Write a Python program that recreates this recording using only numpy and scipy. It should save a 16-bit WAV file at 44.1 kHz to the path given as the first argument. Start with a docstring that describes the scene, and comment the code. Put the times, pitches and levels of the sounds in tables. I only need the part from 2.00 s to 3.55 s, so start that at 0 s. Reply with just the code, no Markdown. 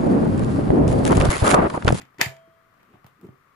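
"""Coin into a money tin

A desk in a small quiet room, a stereo pair close by. A coin scrapes through the tin's sprung slot,
snaps through with a bright clack left of centre, lands with a thump and leaves a faint ring in the metal.
A hand then slides the next coin off the paper on the desk, with small ticks and soft bumps."""
import sys
import numpy as np
from scipy import signal
from scipy.fft import rfft, irfft
from scipy.io import wavfile
from scipy.ndimage import uniform_filter1d

SR = 44100
rng = np.random.default_rng(int(sys.argv[2]) if len(sys.argv) > 2 else 0)


def inscribe(sig):
    """Save sig as 16-bit PCM at rate SR to the path in sys.argv[1].

    A 1-D sig is mono; a 2-D sig holds one channel per row.
    Samples are clipped to [-1, 1] before scaling.
    """
    pcm = np.round(np.clip(np.atleast_2d(sig).T, -1, 1) * 32767)
    wavfile.write(sys.argv[1], SR, pcm.astype(np.int16))


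N = 68355
T = np.arange(N) / SR
HZ = np.fft.rfftfreq(2 * N, 1 / SR)


def coin_clinks():
    """Each contact cracks and knocks the lid; the thin metal rings on. Returns (crack, knock, ring)."""
    # coin on slot and tin, fingers damping the ring: t/s, level/dB, tilt/(dB per octave), relative ring/dB
    contacts = [(0.014, -38, -1.5, -16), (0.0177, -35.5, -0.5, -12), (.0525, -42.5, -4, -8.5),
                (.1840, -37, -2.5, -15.5), (.1862, -37, -1.5, -14.5), (.2090, -22, -2, -14),
                (.2129, 3, -.8, 0), (.2168, -11.5, -3, -17), (.2285, -21.5, -2.5, -6),
                (0.2602, -21.5, 0, -25), (.3660, -39, -3, -5.5)]
    # spectrum of a contact: f/Hz, relative level/dB
    crack_shape = [(60, -28.5), (200, -9), (900, -7), (1300, -4), (2000, 11.5), (3000, -8), (4000, -3.5),
                   (7000, -9), (8800, -14.5), (11500, -11), (13000, -10.5), (15000, -10.5)]
    # quickly damped modes of the lid: f/Hz, and for each, relative level/dB, t60/s
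    lid_hz = (700, 940, 1730, 2020, 3560, 4760, 5600, 6500, 7300, 11500, 14300)
    lid_decays = [(-24, 0.02), (-24, .05), (-20.5, 0.082), (-8.5, 0.015), (-18.5, 0.01), (-17, 0.021),
                  (-20.5, 0.014), (-20, .02), (-18, 0.017), (-22, .018), (-27.5, .014)]
    # ringing modes of the thin metal: f/Hz, and for each, relative level/dB, t60/s
    tin_hz = (380, 658.8, 812, 891, 956, 1726, 1797, 2070, 2170, 2260, 2480, 2645, 2961, 3208, 3569)
    tin_decays = [(-37, .1), (-42.3, 1.02), (-34, .11), (-34, .13), (-34, .13), (-28.5, .14), (-32, .14),
                  (-28, .15), (-35, .17), (-39, .25), (-29, .14), (-35, .16), (-60, .55), (-60, .85),
                  (-34, .13)]
    crack_db = -6.5
    mic_phase_rad = np.array([[.5], [-.5]])  # the two microphones meet each mode at a different phase
    lid = modes(lid_hz, lid_decays, mic_phase_rad)
    tin = modes(tin_hz, tin_decays, mic_phase_rad)
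    crack, knock, ring = np.zeros((3, 2, N))
    for start, db, tilt, ring_db in contacts:
        snap = np.array([burst(crack_shape, t60=.024) for mic in range(2)])
        add(crack, start, amp(db + crack_db) * tilted(snap, tilt))
        add(knock, start, amp(db) * tilted(lid, tilt))
        add(ring, start, amp(db + ring_db) * tin)
    return crack, knock, ring


def slot_scrape():
    """Uneven slips in the slot come faster and grittier until the coin snaps through."""
    # the coin's way through the slot: t/s, slip level/dB, slip f/Hz
    travel = [(.191, -52.5, 300), (.194, -36.5, 332), (.199, -34.5, 354), (.203, -41, 682),
              (.208, -37, 900), (.213, -39, 1180)]
    jitter_rad, end_grit_db, grit_rise_db_per_s = .97, 12.5, 906.5
    times, db, hz = np.transpose(travel)
    cycles = np.cumsum(np.interp(T, times, hz)) / SR
    jitter = jitter_rad * np.interp(cycles, np.arange(N // 8), rng.standard_normal(N // 8))
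    slips = np.sqrt(2) * np.cos(2 * np.pi * cycles + jitter)
    grit = friction_grit() * amp(end_grit_db - grit_rise_db_per_s * abs(times[-1] - T))
    in_slot = (T > times[0]) & (T < times[-1])
    return (slips + grit) * amp(np.interp(T, times, db)) * in_slot


def desk_bumps():
    """Soft pushes set the desk top booming; shorter ones knock higher."""
    # blows on the desk: t/s, level/dB, length/s
    blows = [(.001, -36, 0.0086), (0.026, -47, 0.0019), (0.181, -46, 0.0017), (0.2118, -32.5, 0.00067),
             (0.2598, -20, 0.0055), (.560, -62, 0.0048), (0.938, -46.5, 0.0043), (1.0440, -41, .003),
             (1.2274, -47, 0.003), (1.2440, -42, 0.0029), (1.249, -69, 0.0022), (1.2870, -37, 0.00096)]
    # modes of the desk top: f/Hz, and for each, relative level/dB, t60/s
    desk_hz = (86, 129, 139, 170, 250, 370)
    desk_decays = [(-11.5, .08), (3, .085), (-23, .5), (-11.5, 0.069), (0, 0.03), (-7, .04)]
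    force = np.zeros(N)
    for start, db, length in blows:
        pulse = np.sin(np.pi * np.minimum(T / length, 1))
        add(force, start, amp(db) * pulse / pulse.sum())
    boom = signal.fftconvolve(force, modes(desk_hz, desk_decays))[:N]
    # the deepest bass is filtered out of the boom
    return signal.sosfilt(signal.butter(3, 70.6, "highpass", fs=SR, output="sos"), boom)


def desk_ticks():
    """Fingernail and loose coin click drily on the desk."""
    # light touches: t/s, level/dB, tilt/(dB per octave)
    touches = [(.144, -52, -2.5), (0.74, -57, -1), (0.777, -55, -3.5), (.791, -76, 6.5), (.8305, -51, -1.5),
               (.938, -53, -4), (1.0438, -45, -3), (.955, -55.5, -10.5), (1.065, -43.5, 0.5),
               (1.2125, -53, 2), (1.268, -51.5, -0.5), (1.2875, -52, -6)]
    # spectrum of a tick: f/Hz, relative level/dB
    tick_shape = [(100, -4), (700, 14.5), (2800, 3), (5000, -3), (9000, -9), (13000, -1), (16000, -1.5)]
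    out = np.zeros((2, N))
    for start, db, tilt in touches:
        tick = np.array([burst(tick_shape, t60=.029) for mic in range(2)])
        add(out, start, amp(db) * tilted(tick, tilt))
    return out


def paper_slides():
    """Each slide swells and dies: a dull rumble of the desk with paper grit on top."""
    # hand and coin over paper: peak t/s, rise/s, fall/s, level/dB, relative grit/dB
    slides = [(0.013, 0.12, 0.048, -51, -1.5), (.481, .008, .022, -53, -26),
              (0.804, 0.027, 0.058, -71, 7.5), (0.947, 0.13, 0.042, -55.5, -8.5),
              (1.054, 0.041, 0.029, -64.5, -8), (1.25, .045, 0.029, -39.5, -24.5),
              (1.294, 0.0064, 0.05, -72, -19)]
    # rumble of the desk: f/Hz, relative level/dB
    rumble_shape = [(30, -36), (100, -11), (240, 0), (380, -2), (500, -20), (1000, -28), (3000, -50)]
    roughness_db = 3
    rumble = noise(rumble_shape)
    grain = amp(roughness_db * unit(uniform_filter1d(rng.standard_normal(N), size=90)))
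    grit = unit(friction_grit() * grain)
    out = np.zeros((2, N))
    for peak, rise, fall, db, grit_db in slides:
        from_peak = np.maximum((peak - T) / rise, (T - peak) / fall)
        swell = amp(db - 20 * from_peak ** 1.09)
        out += swell * (rumble + amp(grit_db) * grit)
    return out


def friction_grit():
    """Hiss of rubbing surfaces, separate at each microphone."""
    # spectrum of the grit: f/Hz, relative level/dB
    grit_shape = [(100, -7), (500, 6.5), (1500, 2), (2500, 3), (4000, -14), (15000, -29)]
    return np.array([noise(grit_shape) for mic in range(2)])


def room_reflections(x):
    """Dense reflections off near walls, each band dying at its own speed."""
    # colour of the tail: f/Hz, level/dB
    tail_shape = [(100, -11), (400, -4.5), (800, -5), (1400, -4.5), (2000, -8), (3000, 2.5), (5000, -8.5),
                  (8000, -2), (15000, -6)]
    # decay of the room: f/Hz, t60/s
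    decay_times = [(100, 0.12), (500, 0.37), (2000, .21), (5000, .22), (10000, 0.2173), (15000, .2)]
    delay_s, build_s = .0013, .004
    hz, t, bands = signal.stft(rng.standard_normal((2, N)), SR, nperseg=256)
    t60 = read(decay_times, hz)[:, None]
    equal_energy = np.sqrt(2 * np.log(1000) / (t60 * SR))
    tail = signal.istft(bands * fade(t60, t) * equal_energy, SR, nperseg=256)[1][:, :N]
    tail *= np.clip((T - delay_s) / build_s, 0, 1)
    return signal.fftconvolve(x, colour(tail, read(tail_shape)), axes=1)[:, :N]


def room_tone():
    """Steady room noise with a soft whirr on the left; the microphones share mostly the bass."""
    # background at each microphone: f/Hz, relative level/dB
    left_shape = [(20, -2), (60, -4), (130, 3.5), (250, -3), (500, -3), (850, -7.5), (1170, 9), (1500, 2),
                  (2100, -2), (3000, -16), (5000, -22), (9000, -26.5), (14000, -22)]
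    right_shape = [(20, -5), (60, -0.5), (130, 7), (250, 0), (500, -4.5), (850, -10), (1170, -0.5),
                   (2100, -13), (3000, -14), (5000, -20), (9000, -25.5), (14000, -21)]
    # its rms: left level/dB, right level/dB
    levels = (-58.5, -64)
    # likeness across the pair: f/Hz, correlation/(0 to 1)
    likeness = [(30, .7), (130, 0.83), (500, 0.31), (1200, .3), (4000, 0.033)]
    left, separate = rng.standard_normal((2, N))
    shared = read(likeness)
    right = irfft(shared * rfft(left, 2 * N) + np.sqrt(1 - shared ** 2) * rfft(separate, 2 * N))[:N]
    return np.array([amp(levels[0]) * unit(colour(left, read(left_shape))),
                     amp(levels[1]) * unit(colour(right, read(right_shape)))])


def modes(pitches, decays, phase=0):
    """A struck body: dying sines, neighbours in opposite sign."""
    return sum((-1) ** k * amp(db) * fade(t60) * np.sin(2 * np.pi * hz * T + phase)
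               for k, (hz, (db, t60)) in enumerate(zip(pitches, decays)))


def burst(shape, t60):
    """A short crack of noise, evened out in spectrum, then coloured."""
    spectrum = rfft(rng.standard_normal(N) * fade(t60))
    even = irfft(spectrum / (abs(spectrum) + 1e-12), N)
    crack = even * fade(2 * t60) * np.linalg.norm(fade(t60))
    db = read(shape)
    mean_db = 10 * np.log10(np.mean(amp(db) ** 2))
    return colour(crack, db - mean_db)


def noise(shape):
    """Noise of rms 1 with the given spectrum."""
    return unit(colour(rng.standard_normal(N), read(shape)))


def tilted(x, db_per_octave):
    """Brightens or dulls a blow around 2 kHz; the slope stops below 700 Hz."""
    return colour(x, db_per_octave * np.log2(np.maximum(HZ, 700) / 2000))


def colour(x, db):
    """Minimum-phase filter with the given gain at each frequency."""
    cepstrum = irfft(np.log(amp(db)))
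    cepstrum[1:N] *= 2
    cepstrum[N + 1:] = 0
    return irfft(rfft(x, 2 * N) * np.exp(rfft(cepstrum)))[..., :N]


def read(points, hz=HZ):
    """Reads a table on a log-frequency axis."""
    f, value = np.transpose(points)
    return np.interp(np.log(hz + 1), np.log(f + 1), value)


def fade(t60, t=T):
    """Decay of 60 dB in t60 seconds."""
    return np.exp(-np.log(1000) * t / t60)


def amp(db):
    """Decibels to gain."""
    return 10 ** (np.asarray(db) / 20)


def unit(x):
    """Scales to rms 1."""
    return x / np.sqrt(np.mean(x ** 2) + 1e-20)


def add(mix, start_s, sound):
    """Mixes a sound in at a time."""
    part = mix[..., max(round(start_s * SR), 0):]
    part += sound[..., :part.shape[-1]]


def panned(x, left_db):
    """Places a sound between the microphones, left_db louder in the left one."""
    return x * amp([[left_db / 2], [-left_db / 2]])


def scene():
    """Tin, hand and desk as they reach the pair, with the room behind them."""
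    lid_room_db = -4  # the lid beams at the microphones more than into the room
    crack, knock, ring = coin_clinks()
    handling = slot_scrape() + desk_ticks() + desk_bumps() + paper_slides()
    direct = panned(crack + knock, left_db=6.5) + panned(ring, left_db=-.5) + handling
    return direct + room_reflections(crack + amp(lid_room_db) * knock + handling) + room_tone()


def record(dry):
    """The microphone chain overloads softly on the loudest peak, then cuts the highest treble."""
    ceiling, edge_hz = .8, 15450
    limited = ceiling * np.tanh(dry / ceiling)
    lowpass = signal.firwin(255, edge_hz, window=("kaiser", 9), fs=SR)
    return signal.oaconvolve(limited, lowpass[None], "same")


dry = scene()
out = record(dry)
inscribe(out)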